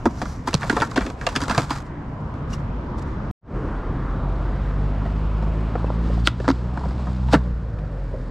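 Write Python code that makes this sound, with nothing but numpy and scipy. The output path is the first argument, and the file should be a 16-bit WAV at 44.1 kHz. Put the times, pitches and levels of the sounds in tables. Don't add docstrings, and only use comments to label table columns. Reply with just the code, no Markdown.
import sys
import numpy as np
from scipy import signal
from scipy.fft import rfft, irfft
from scipy.io import wavfile
from scipy.ndimage import uniform_filter1d, map_coordinates

SR = 44100
rng = np.random.default_rng(int(sys.argv[2]) if len(sys.argv) > 2 else 0)


def digitize_waveform(pressure):
    field = np.atleast_2d(pressure).T
    bounded = np.clip(field, -1, 1)
    quanta = np.round(bounded * 32767).astype(np.int16)
    wavfile.write(sys.argv[1], SR, quanta)


N = 366030
CUT_S, BACK_S, FULL_S = 3.312, 3.41, 3.56
LEFT_RIGHT = np.array([[1], [-1]])

# start in seconds, knock peak in dB, thud in dB re knock,
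# crack in dB re knock, thud pitch in Hz, knock pitch in Hz, crack centre in Hz, rattle decay (t60) in seconds,
# build-up in seconds, share of the free ring time left by foot or ground. The last three are limited in use.
BOARD_BLOWS = [(0.055, -7, -2.5, -12, 300, 890, 3440, 0.063, 0.00078, 1.06),
               (0.059, -15.5, 5, -9.5, 318, 890, 3170, 0.033, 0.0022, 0.66),
               (0.068, -19, 5.5, -17, 203, 980, 2930, 0.027, 0.002, 0.73),
               (0.215, -15, -7.5, -7.5, 205, 660, 3480, 0.09, 0.0026, 0.63),
               (0.254, -24, -13, -8, 244, 1200, 3920, 0.063, 0.00082, 0.94),
               (0.474, -12.5, -7, -6.5, 326, 1010, 4230, 0.06, 0.0004, 1.02),
               (0.48, -18.5, -6.5, -3, 332, 1150, 3920, 0.037, 0.0044, 0.65),
               (0.53, -20.5, -11.5, 1, 140, 604, 2840, 0.06, 0.00074, 0.74),
               (0.539, -17, 3.5, 13.5, 194, 514, 4110, 0.015, 0.0036, 0.75),
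               (0.548, -17.5, 9, 5.5, 160, 505, 3820, 0.019, 0.0023, 0.27),
               (0.558, -36, -7.5, 7, 140, 900, 3940, 0.021, 0.0045, 0.6),
               (0.578, -41, -13, 10, 140, 900, 3810, 0.015, 0.0007, 1),
               (0.616, -21.5, -17.5, -5, 148, 1230, 3020, 0.17, 0.0025, 0.83),
               (0.631, -14.5, -33, -5.5, 207, 740, 2870, 0.085, 0.00048, 1.2),
               (0.697, -6.5, -6.5, -4.0, 287, 1670, 2920, 0.065, 0.0005, 0.7),
               (0.726, -19.5, 3, -8, 293, 1100, 3750, 0.18, 0.00039, 1),
               (0.766, -11.5, -36.5, -9.5, 458, 744, 3020, 0.082, 0.00093, 0.73),
               (0.802, -23.5, 0, 4.5, 498, 630, 2830, 0.016, 0.00063, 0.66),
               (0.811, -16, -5.5, -2, 138, 1900, 2590, 0.015, 0.00046, 0.26),
               (0.818, -9, -10.5, -7.5, 277, 1180, 3500, 0.085, 0.0018, 1.0),
               (0.913, -23.5, -20, -5.5, 145, 1070, 4120, 0.036, 0.00049, 0.8),
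               (0.959, -14, -21, -5, 307, 526, 3140, 0.21, 0.0013, 0.78),
               (0.973, -11, 2, -6, 273, 1340, 2680, 0.04, 0.0039, 0.95),
               (1.007, -20, -3.5, -6, 148, 1420, 2810, 0.11, 0.00096, 0.69),
               (1.05, -31, 9, -6.0, 278, 600, 3570, 0.043, 0.00084, 0.88),
               (1.061, -23.5, 1.5, -1, 280, 487, 2760, 0.13, 0.0045, 0.85),
               (1.1, -24, -16, -5, 137, 785, 3580, 0.044, 0.00058, 0.86),
               (1.212, -23, -5, -6, 141, 1270, 3180, 0.12, 0.00048, 0.58),
               (1.266, -13.5, -35, 4, 493, 990, 2750, 0.035, 0.0015, 1.4),
               (1.267, -13.5, -22.5, -7.5, 490, 550, 2870, 0.072, 0.0016, 0.59),
               (1.288, -23, -25, 1, 291, 860, 2850, 0.093, 0.0007, 1.2),
               (1.352, -20, -6.5, -2, 187, 1280, 3640, 0.041, 0.0014, 1.1),
               (1.36, -14.5, -3.5, 5, 215, 1400, 3400, 0.072, 0.0015, 0.68),
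               (1.403, -20.5, -7.5, -4, 183, 1000, 5000, 0.07, 0.0011, 0.73),
               (1.416, -20.5, -1.5, 0, 277, 985, 4000, 0.13, 0.00057, 1),
               (1.436, -25, -21, 3, 140, 1100, 4360, 0.047, 0.00067, 0.82),
               (1.455, -30, -17, 0, 140, 1000, 3500, 0.04, 0.001, 0.9),
               (1.481, -17, -22, -4, 256, 1050, 4790, 0.032, 0.0007, 0.97),
               (1.495, -13, -6.5, -2.5, 206, 1000, 3480, 0.16, 0.0017, 1.2),
               (1.508, -15, -7, 0.5, 274, 1150, 3550, 0.096, 0.0026, 1),
               (1.544, -18, -6, -5, 143, 1110, 4100, 0.073, 0.0038, 0.82),
               (1.578, -7, -2, -0.5, 200, 710, 3230, 0.087, 0.00089, 0.46),
               (1.618, -28, -1, 3.5, 151, 940, 3750, 0.083, 0.0008, 1),
               (1.703, -13, -7.5, -1.5, 263, 1070, 3620, 0.12, 0.0037, 0.94),
               (1.756, -28, -2, -9, 137, 1110, 3760, 0.069, 0.006, 1.0),
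               (2.339, -38, 3, -7, 227, 972, 2810, 0.16, 0.00056, 1),
               (5.052, -25.5, 1, -13, 128, 685, 2600, 0.19, 0.00051, 1.5),
               (5.424, -23, -1, -17, 137.3, 735, 3280, 0.081, 0.00049, 0.97),
               (5.754, -14, -6.5, -20.5, 496, 800, 2200, 0.081, 0.0008, 0.33),
               (5.843, -13.5, 0, -40, 235, 597, 2990, 0.02, 0.00099, 0.3),
               (5.902, -12.5, -8.5, -40.0, 141, 670, 2560, 0.018, 0.00055, 0.38),
               (6.098, -25, -1, -23, 138.7, 592, 2890, 0.079, 0.00091, 0.66),
               (6.174, -23, -6, -36, 140, 501, 2860, 0.042, 0.00058, 0.53),
               (6.273, -5.0, -13, 7, 307, 1370, 3140, 0.012, 0.00021, 0.7),
               (6.282, -21, -12, 2, 301, 1370, 3810, 0.012, 0.00057, 1.2),
               (6.4, -20.5, -15, -13, 140, 493, 2425, 0.038, 0.00092, 1.1),
               (6.442, -26.5, 4, -15, 142, 1130, 2780, 0.18, 0.0007, 0.54),
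               (6.479, -4, -11, -15, 302, 880, 4200, 0.016, 0.00073, 0.56),
               (6.482, -32, 13, -10, 255, 1000, 4200, 0.024, 0.00091, 1.1),
               (6.487, -7.5, -1.5, -8, 256, 1100, 4300, 0.031, 0.00045, 0.51),
               (6.497, -24, 10, 1, 255, 1100, 4500, 0.024, 0.0011, 1.1),
               (6.502, -9, -5, -9.5, 245, 1030, 4500, 0.017, 0.00053, 0.5),
               (6.512, -25, 7.5, 1, 250, 1200, 4000, 0.021, 0.0012, 0.71),
               (6.773, -19.5, -3.5, -15, 182, 960, 3600, 0.03, 0.0011, 0.72),
               (6.811, -26, -6, -26, 144, 898, 3573, 0.021, 0.00084, 0.92),
               (6.834, -24.5, 0, -25, 145, 950, 3470, 0.049, 0.00084, 1.5),
               (6.853, -27.5, 4, -12, 146, 910, 3420, 0.049, 0.001, 0.75),
               (6.908, -29.5, -5, -10.0, 140, 704, 3800, 0.046, 0.00052, 0.92),
               (6.986, -26, -3, -15, 183, 858, 3400, 0.15, 0.005, 1.2),
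               (7.069, -25.5, 2.5, -18, 142, 855, 3650, 0.078, 0.00077, 0.78),
               (7.282, -27, 8, -10, 139, 1026, 2548, 0.085, 0.0044, 0.98),
               (7.321, -22, 1, -2.0, 140, 1507, 3760, 0.092, 0.0055, 1.0),
               (7.333, -4.5, -1.0, -7.5, 260, 640, 3122, 0.032, 0.0011, 0.56),
               (7.339, -8, -7, -5.5, 390, 1260, 2860, 0.06, 0.0018, 0.69),
               (7.345, -16, -6, -11, 274, 595, 2840, 0.022, 0.00086, 0.68),
               (7.348, -10.5, 1, -11, 193, 1300, 2400, 0.066, 0.0017, 0.48),
               (7.356, -23, 8, -10, 149, 1500, 2400, 0.041, 0.0016, 0.28),
               (7.787, -41, 0, -2, 140, 606, 2900, 0.069, 0.0007, 1),
               (8.135, -22.5, -12, -45, 431, 530, 3350, 0.029, 0.00059, 1.5)]


def undb(db):
    return 10 ** (np.asarray(db) / 20)


def rms1(x):
    return x / np.sqrt(np.mean(x ** 2))


def curves(rows, off_db=None):
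    if off_db is not None:
        rows = [[(r[0][0] - .02, off_db, *r[0][2:]), *r, (r[-1][0] + .02, off_db, *r[-1][2:])] for r in rows]
    seconds, *columns = np.vstack(rows).T
    return [np.interp(np.arange(N) / SR, seconds, c) for c in columns]


def band(x, lo_hz, hi_hz):
    return signal.sosfilt(signal.butter(2, [lo_hz, hi_hz], "bandpass", fs=SR, output="sos"), x)


def walk(rate):
    hold = int(SR / rate)
    steps = np.repeat(rng.standard_normal(N // hold + 1), hold)
    return 1.39 * uniform_filter1d(uniform_filter1d(steps, hold), hold)[:N]


def clicks(n, per_s, scatter_db):
    on = rng.random(n) < per_s / SR
    sign = rng.standard_normal(n)
    size = np.minimum(rng.exponential(size=n), 4)
    return on * sign * undb(scatter_db * size)


def sides(x, pan_db):
    return x * undb(pan_db / 2 * LEFT_RIGHT)


def blows():
    # mode in Hz, level in dB, free decay (t60) in seconds.
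    deck_modes = [(141, -10, 0.12), (218.8, -1, 0.043), (265, 5, 0.036), (329, 2, 0.04), (394, 0.5, 0.038),
                  (544, 2.5, 0.03), (630, 1.5, 0.039), (721, 6, 0.023), (831, 4.5, 0.018),
                  (940, 9.5, 0.017), (1070, 2, 0.035), (1162, 6.5, 0.021), (1370, 8, 0.026),
                  (1642, 12, 0.012), (1978, 2.5, 0.038), (2266, -4, 0.06)]
    # mode in Hz, level in dB, free decay (t60) in seconds.
    truck_modes = [(2750, 1, 0.0088), (3460, -1, 0.0077), (4160, -6.5, 0.0082), (4830, -1, 0.019),
                   (5690, -3.5, .012), (6500, -2.5, .01)]
    hz, db, t60 = np.array(deck_modes).T[:, :, None]
    steel_hz, steel_db, steel_t60 = np.array(truck_modes).T[:, :, None]
    clean_s = 0.041
    strike_octaves = 0.53
    rattle_per_s, rattle_db, rattle_scatter_db = 5000, -10, 1
    snap_db, snap_t60_s = 5, 0.0099
    contact_s = 0.0002
    soft_per_crack = 0.33
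    spill_db, spill_per_crack = -7, 0.76
    body_rattle_db, crack_apart = -7, 0.25
    truck_db, truck_scatter_db = -4.5, 2.5
    air_hz = (8500, 15500)

    out, t = np.zeros((2, N + SR)), np.arange(SR // 5) / SR
    for s, knock_db, thud_db, crack_db, thud_hz, knock_hz, crack_hz, rattle_s, rise_s, ring in BOARD_BLOWS:
        first = s <= CUT_S
        pan_db = -2.2 + 1 * min(s, CUT_S) + 1.9 * rng.standard_normal()
        loose = min(rattle_s / clean_s, 1)
        rise_s, ring = np.clip(rise_s, 2 / SR, .02), np.clip(ring, .2, 1.5)
        weak_crack_db = min(crack_db, 0)

        after = np.maximum(t - rise_s, 0)
        decay = undb(-60 * after / np.clip(rattle_s, .008, .15))
        snap = undb(snap_db - 60 * abs(t - rise_s) / snap_t60_s)
        fade = loose ** 2 * undb(rattle_db) * np.minimum(t / rise_s, 1) * (decay + snap)
        rattle, odd = (rms1(clicks(len(t), rattle_per_s, rattle_scatter_db)) * fade for _ in range(2))
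        push = np.arange(len(t)) == int(rise_s * SR)
        body_force = push + undb(body_rattle_db) * rattle

        detune = 1 + 0.035 * rng.standard_normal(hz.shape)
        modes = undb(db - 60 * t / (ring * t60)) * np.sin(2 * np.pi * hz * detune * t)
        modes = modes * (-1) ** np.arange(len(hz))[:, None]
        contact = np.hanning(int(contact_s * undb(-soft_per_crack * weak_crack_db) * SR) + 3)
        felt = np.convolve(body_force, contact)[:len(t)]
        reach = min(loose / ring, 1.5) * strike_octaves

        def ring_deck(pitch_hz, spill):
            share = spill + np.exp(-(np.log2(hz / pitch_hz) / reach) ** 2)
            return signal.fftconvolve(felt, (modes * share).sum(axis=0))[:len(t)]

        knock = ring_deck(knock_hz, undb(spill_db + spill_per_crack * weak_crack_db) * (hz > 500))
        thud = ring_deck(thud_hz, 0)

        spread = sides(push + rattle, pan_db) + crack_apart * odd * LEFT_RIGHT
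        octaves = np.array((1, 0.79) if first else (0.96, 0.4))
        crack = band(spread, *crack_hz * 2 ** (np.sqrt(loose) * octaves * [-1, 1]))
        air = -band(spread, *air_hz)
        air_db = crack_db + (-34.5 if first else -34)

        woken = undb(truck_scatter_db * rng.standard_normal(steel_hz.shape))
        woken = woken * np.exp(-(np.log2(steel_hz / crack_hz) / 0.45) ** 2)
        steel_decay = undb(steel_db - 60 * t / (ring * steel_t60))
        steel = (woken * steel_decay * np.sin(2 * np.pi * steel_hz * t)).sum(axis=0)
        steel = signal.fftconvolve(sides(body_force, pan_db), steel[None], axes=1)[:, :len(t)]
        crack = crack / abs(crack).max() + loose * undb(truck_db) * steel / abs(steel).max()

        parts = ((sides(knock, pan_db), 0), (thud, thud_db), (crack, crack_db), (air, air_db))
        i = int(s * SR)
        out[:, i:i + len(t)] += sum(p / abs(p).max() * undb(knock_db + d) for p, d in parts)
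    return out[:, :N]


def pressure():
    # time in seconds, level in dB.
    drags = [
        [(0.0, -66), (0.2, -53.5), (0.33, -55), (0.45, -67)],
        [(0.475, -44), (0.58, -52), (0.65, -48), (0.89, -51), (1.08, -55.5), (1.16, -61), (1.26, -54.5),
         (1.39, -48), (1.43, -45), (1.47, -51), (1.52, -45), (1.63, -46), (1.77, -52), (1.88, -72)],
        [(3.55, -92), (3.9, -73), (4.3, -69.5), (5.1, -65.5), (5.98, -64), (6.1, -56.5), (6.24, -60.5),
         (6.36, -64)],
        [(6.42, -56), (6.55, -59.5), (6.73, -65), (6.78, -61), (6.9, -59), (6.95, -61), (7.01, -59.5),
         (7.11, -61), (7.3, -62.5)],
        [(7.36, -63), (7.53, -67.5), (7.7, -70), (8.3, -65)],
    ]
    # top in dB re level,
    # brightest pitch in Hz, its lift in dB, deck in dB re level, flutter in dB.
    drag_colours = [(-7, 5900, 7, 7, 2.5), (-11.5, 3000, -0.5, 6.5, 2.5), (-12, 3970, 16.5, 0, 1.5),
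                    (-14.5, 4000, 14.5, 6, 0), (-10, 3995, 12.5, 8.5, -0.5), (-10, 5400, 3, 6, 4)]
    # centre in seconds, level in dB, length in seconds.
    scuffs = [(2.509, -54, 0.015), (2.533, -44, 0.022), (2.603, -66, 0.039), (2.985, -53, 0.0097),
              (2.995, -51, 0.016), (3.024, -60, 0.012), (3.088, -64, 0.069), (6.27, -37, 0.018),
              (7.332, -31, 0.016)]
    skid_db, skid_length = -27, 1.22
    catch_per_s, catch_db, catch_t60_s = 80, -1, 0.015

    t = np.arange(N) / SR
    spans = [[(s, db, *c) for s, db in rows] for rows, c in zip(drags, drag_colours)]
    level_db, *colour = curves([sum(spans[:2], []), sum(spans[2:], [])], off_db=-77)
    gain = undb(level_db)

    catching = sum((t > r[0][0]) & (t < r[-1][0]) for r in (drags[1], drags[3][2:]))
    catches = abs(clicks(N, catch_per_s, 1.8)) * catching
    gain *= 1 + undb(catch_db) * signal.lfilter([1], [1, -undb(-60 / catch_t60_s / SR)], catches)

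    after = t[:SR // 3]
    for s, knock_db, _, crack_db, _, _, _, rattle_s, rise_s, _ in BOARD_BLOWS:
        i = int((s + rise_s) * SR)
        skid = undb(knock_db + crack_db + skid_db - 60 * after / (skid_length * rattle_s))
        gain[i:i + len(after)] += skid[:N - i]
    gain += sum(undb(db) * np.exp(-abs(2 * (t - s) / length)) for s, db, length in scuffs)
    shoes = (t > drags[1][-1][0]) & (t < CUT_S)
    return gain, *(np.where(shoes, b, a) for a, b in zip(colour, drag_colours[-1]))


def scrape():
    # centre in Hz, width in Hz, level in dB.
    grit_bands = [(2500, 4200, 0), (3140, 1600, 8.5), (4750, 1700, -0.5), (5680, 1400, 4),
                  (7400, 1500, 2.5), (8400, 1600, -3)]
    grit_per_s, grit_scatter_db = 9000, -0.4
    grit_apart = 0.29
    top_hz, deck_hz = (9200, 14000), (745, 1420)

    gain, top_db, bright_hz, lift_db, deck_db, flutter_db = pressure()
    mid, side = (clicks(N, grit_per_s, grit_scatter_db) for _ in range(2))
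    grit = mid + grit_apart * side * LEFT_RIGHT
    body = 0
    for k, (f, width, db) in enumerate(grit_bands):
        lift = lift_db * np.exp(-(np.log2(f / bright_hz) / 0.31) ** 2)
        body = body + (-1) ** k * undb(db + lift) * rms1(band(grit, f - width / 2, f + width / 2))
    body = body / np.sqrt(np.sum(undb(np.array(grit_bands)[:, 2]) ** 2))
    top = undb(top_db) * rms1(band(grit, *top_hz))
    deck = undb(deck_db) * rms1(band(grit, *deck_hz))
    return gain * undb(flutter_db * walk(60)) * (body + top - deck)


def roll_off():
    # time in seconds, RMS level in dB.
    deck_hum = [(7.45, -50.5), (8.01, -43), (8.1, -50), (8.14, -34), (8.18, -43.5), (8.3, -48)]
    roll_hz, wheel_hz, wheel_db = (430, 584), (1400, 1900), -59
    level_db, = curves([deck_hum], off_db=-92.5)
    whirr = undb(wheel_db) * rms1(band(rng.standard_normal(N), *wheel_hz))
    whirr = whirr * (np.arange(N) > deck_hum[0][0] * SR)
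    return undb(level_db) * rms1(band(rng.standard_normal(N), *roll_hz)) + whirr


def squeak():
    # centre in seconds, length in seconds, pitch in Hz, first partial in dB,
    # second partial in dB, phase wander in radians.
    sole_squeaks = [(1.225, .08, 2620, -54, -66, .33), (2.536, .011, 2830, -37, -38, .26),
                    (5.87, .02, 2650, -47, -70, .33), (6.264, .024, 4350, -33, -70, .9)]
    out = 0
    for s, length, hz, one_db, two_db, wander in sole_squeaks:
        t = np.arange(N) / SR - s
        phase = 2 * np.pi * hz * t + wander * walk(920)
        tone = undb(one_db) * np.sin(phase) + undb(two_db) * np.sin(2 * phase)
        out = out + np.exp(-(2 * t / length) ** 2) * tone
    return out


def car():
    # time in seconds, firing rate in Hz, level in dB, second partial in dB re level.
    engine = [(3.5, 39, -36, -18), (3.9, 43.3, -29, -22), (4.41, 47.08, -25, -11.5),
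              (4.97, 50.62, -23.5, -8.5), (5.25, 51.7, -24.5, -12.5), (5.6, 54.1, -22, -9),
              (5.73, 54.66, -26, -4), (6.04, 56.77, -20.5, -11.5), (6.27, 57.65, -22.5, -11),
              (6.33, 58.8, -28.5, -3.5), (6.67, 61, -27, -5), (6.79, 63.58, -28.5, -6.5),
              (7.34, 62.2, -23, -5.5), (7.59, 57.3, -27.5, -15), (7.75, 53.2, -34, -1),
              (8.02, 45.9, -27.5, -22), (8.3, 39.3, -31.5, -20)]
    third_db, fall_db = -9.5, -9.5
    waver_db = 1
    hz, level_db, second_db = curves([engine])
    partials_db = [0, second_db] + [third_db + fall_db * k for k in range(4)]
    phase = 2 * np.pi * np.cumsum(hz) / SR
    tones = sum(undb(d + waver_db * walk(18)) * np.cos((k + 1) * phase) for k, d in enumerate(partials_db))
    return -np.sqrt(2) * undb(level_db) * tones * (np.arange(N) > CUT_S * SR)


def traffic():
    # time in seconds, tyre roar in dB, rumble in dB re roar.
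    traffic_levels = [
        [(0.0, -40, 9.5), (0.54, -44, 10.5), (0.68, -39, 9.5), (1.1, -42, 9), (1.43, -37.5, 5),
         (1.73, -41.5, 9), (2.61, -37, 10.5), (3.24, -37, 9.5)],
        [(3.62, -34, 6), (4.77, -35.5, 5), (5.4, -35, 3.5), (6.08, -35, 2.5), (6.42, -42, 9), (6.8, -37.5, 3),
         (7.55, -42.5, 9), (8.25, -44.5, 12.5)],
    ]
    # frequency in Hz, relative density in dB per Hz.
    roar_shape = [(120, -36), (200, -7.5), (277, -4), (397, -7), (530, -8.5), (818, -12.5), (998, -10),
                  (1780, -22), (2600, -31), (2900, -32.5), (9380, -57), (15000, -94.5)]
    # frequency in Hz, relative density in dB per Hz.
    rumble_shape = [(13, -21.5), (22, -10), (48, 1.5), (81, -1), (107, -3.5), (129, -2), (156, -6.5),
                    (226, -10.5), (280, -13.5), (320, -24), (420, -53.5), (700, -120)]
    roar_db, rumble_db = curves(traffic_levels)
    return undb(roar_db) * (hiss(roar_shape) + hiss(rumble_shape) * undb(rumble_db))


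def hiss(shape):
    # frequency in Hz, side re mid as an amplitude ratio.
    width_shape = [(30, .03), (100, .03), (250, .06), (1000, 0.57), (8000, 0.71)]
    flicker_db, flicker_db_per_octave = 2.5, -0.22
    hz, db = np.array(shape).T
    f = np.maximum(np.arange(N // 2 + 1) * SR / N, 1)
    colour = undb(np.interp(np.log(f), np.log(hz), db, left=-90, right=-120))
    width_hz, width = np.array(width_shape).T
    apart = np.interp(np.log(f), np.log(width_hz), width)
    mid, side = (rfft(rng.standard_normal(N)) * colour * g for g in (1, apart))
    lowest, out = np.log2(hz[0]), 0
    for centre in np.arange(lowest, np.log2(hz[-1]) + .5, .5):
        share = np.cos(np.pi * np.clip(np.log2(f) - centre, -.5, .5)) ** 2
        depth_db = max(flicker_db + flicker_db_per_octave * (centre - lowest), .5)
        out = out + irfft(mid * share, N) * undb(depth_db * walk(6))
    return (out + irfft(side, N) * LEFT_RIGHT) / out.std()


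def hum():
    # time in seconds, pitch in Hz, RMS level in dB before the waver.
    low_hum = [(0, 152, -49), (.9, 145.5, -52.5), (1.6, 144, -35), (2, 140, -74.5)]
    hz, db = curves([low_hum])
    return undb(db + 2 * walk(17)) * np.sqrt(2) * np.sin(2 * np.pi * np.cumsum(hz) / SR)


def scene():
    left_lag_s = 0.00001
    echo_db, echo_t60_s = (-30.5, -28), 0.25
    near = blows() + scrape() + squeak() + roll_off()
    late_left = map_coordinates(near[0], [np.arange(N) - left_lag_s * SR], mode="nearest")
    near = np.array([late_left, near[1]])

    t = np.arange(SR // 3) / SR
    tail = band(rng.standard_normal((2, len(t))), 350, 5500) * undb(-60 * t / echo_t60_s) * (t > .004)
    echo = signal.fftconvolve(near, tail / np.sqrt((tail ** 2).sum() / 2), axes=1)[:, :N]
    echo_gain = undb(np.where(np.arange(N) < CUT_S * SR, *echo_db))
    return near + echo_gain * echo + car() + hum() + traffic()


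def record(dry):
    treble_hz, top_hz = 9000, 15800
    ceiling, gain_db = 1.05, 1.1
    mono_db = -49.5
    t = np.arange(N) / SR
    mid = (dry[0] + dry[1]) / 2
    side = (dry[0] - dry[1]) / 2 * np.where(t < CUT_S, 1, undb(mono_db))
    heard = signal.sosfilt(signal.butter(2, treble_hz, fs=SR, output="sos"), [mid + side, mid - side])
    rounded = ceiling * np.tanh(undb(gain_db) * heard / ceiling)
    fade = np.where(t < CUT_S, 1, np.clip((t - BACK_S) / (FULL_S - BACK_S), 0, 1) ** 1.8)
    return signal.sosfilt(signal.ellip(8, .2, 70, top_hz, fs=SR, output="sos"), fade * rounded)


dry = scene()
out = record(dry)
digitize_waveform(out)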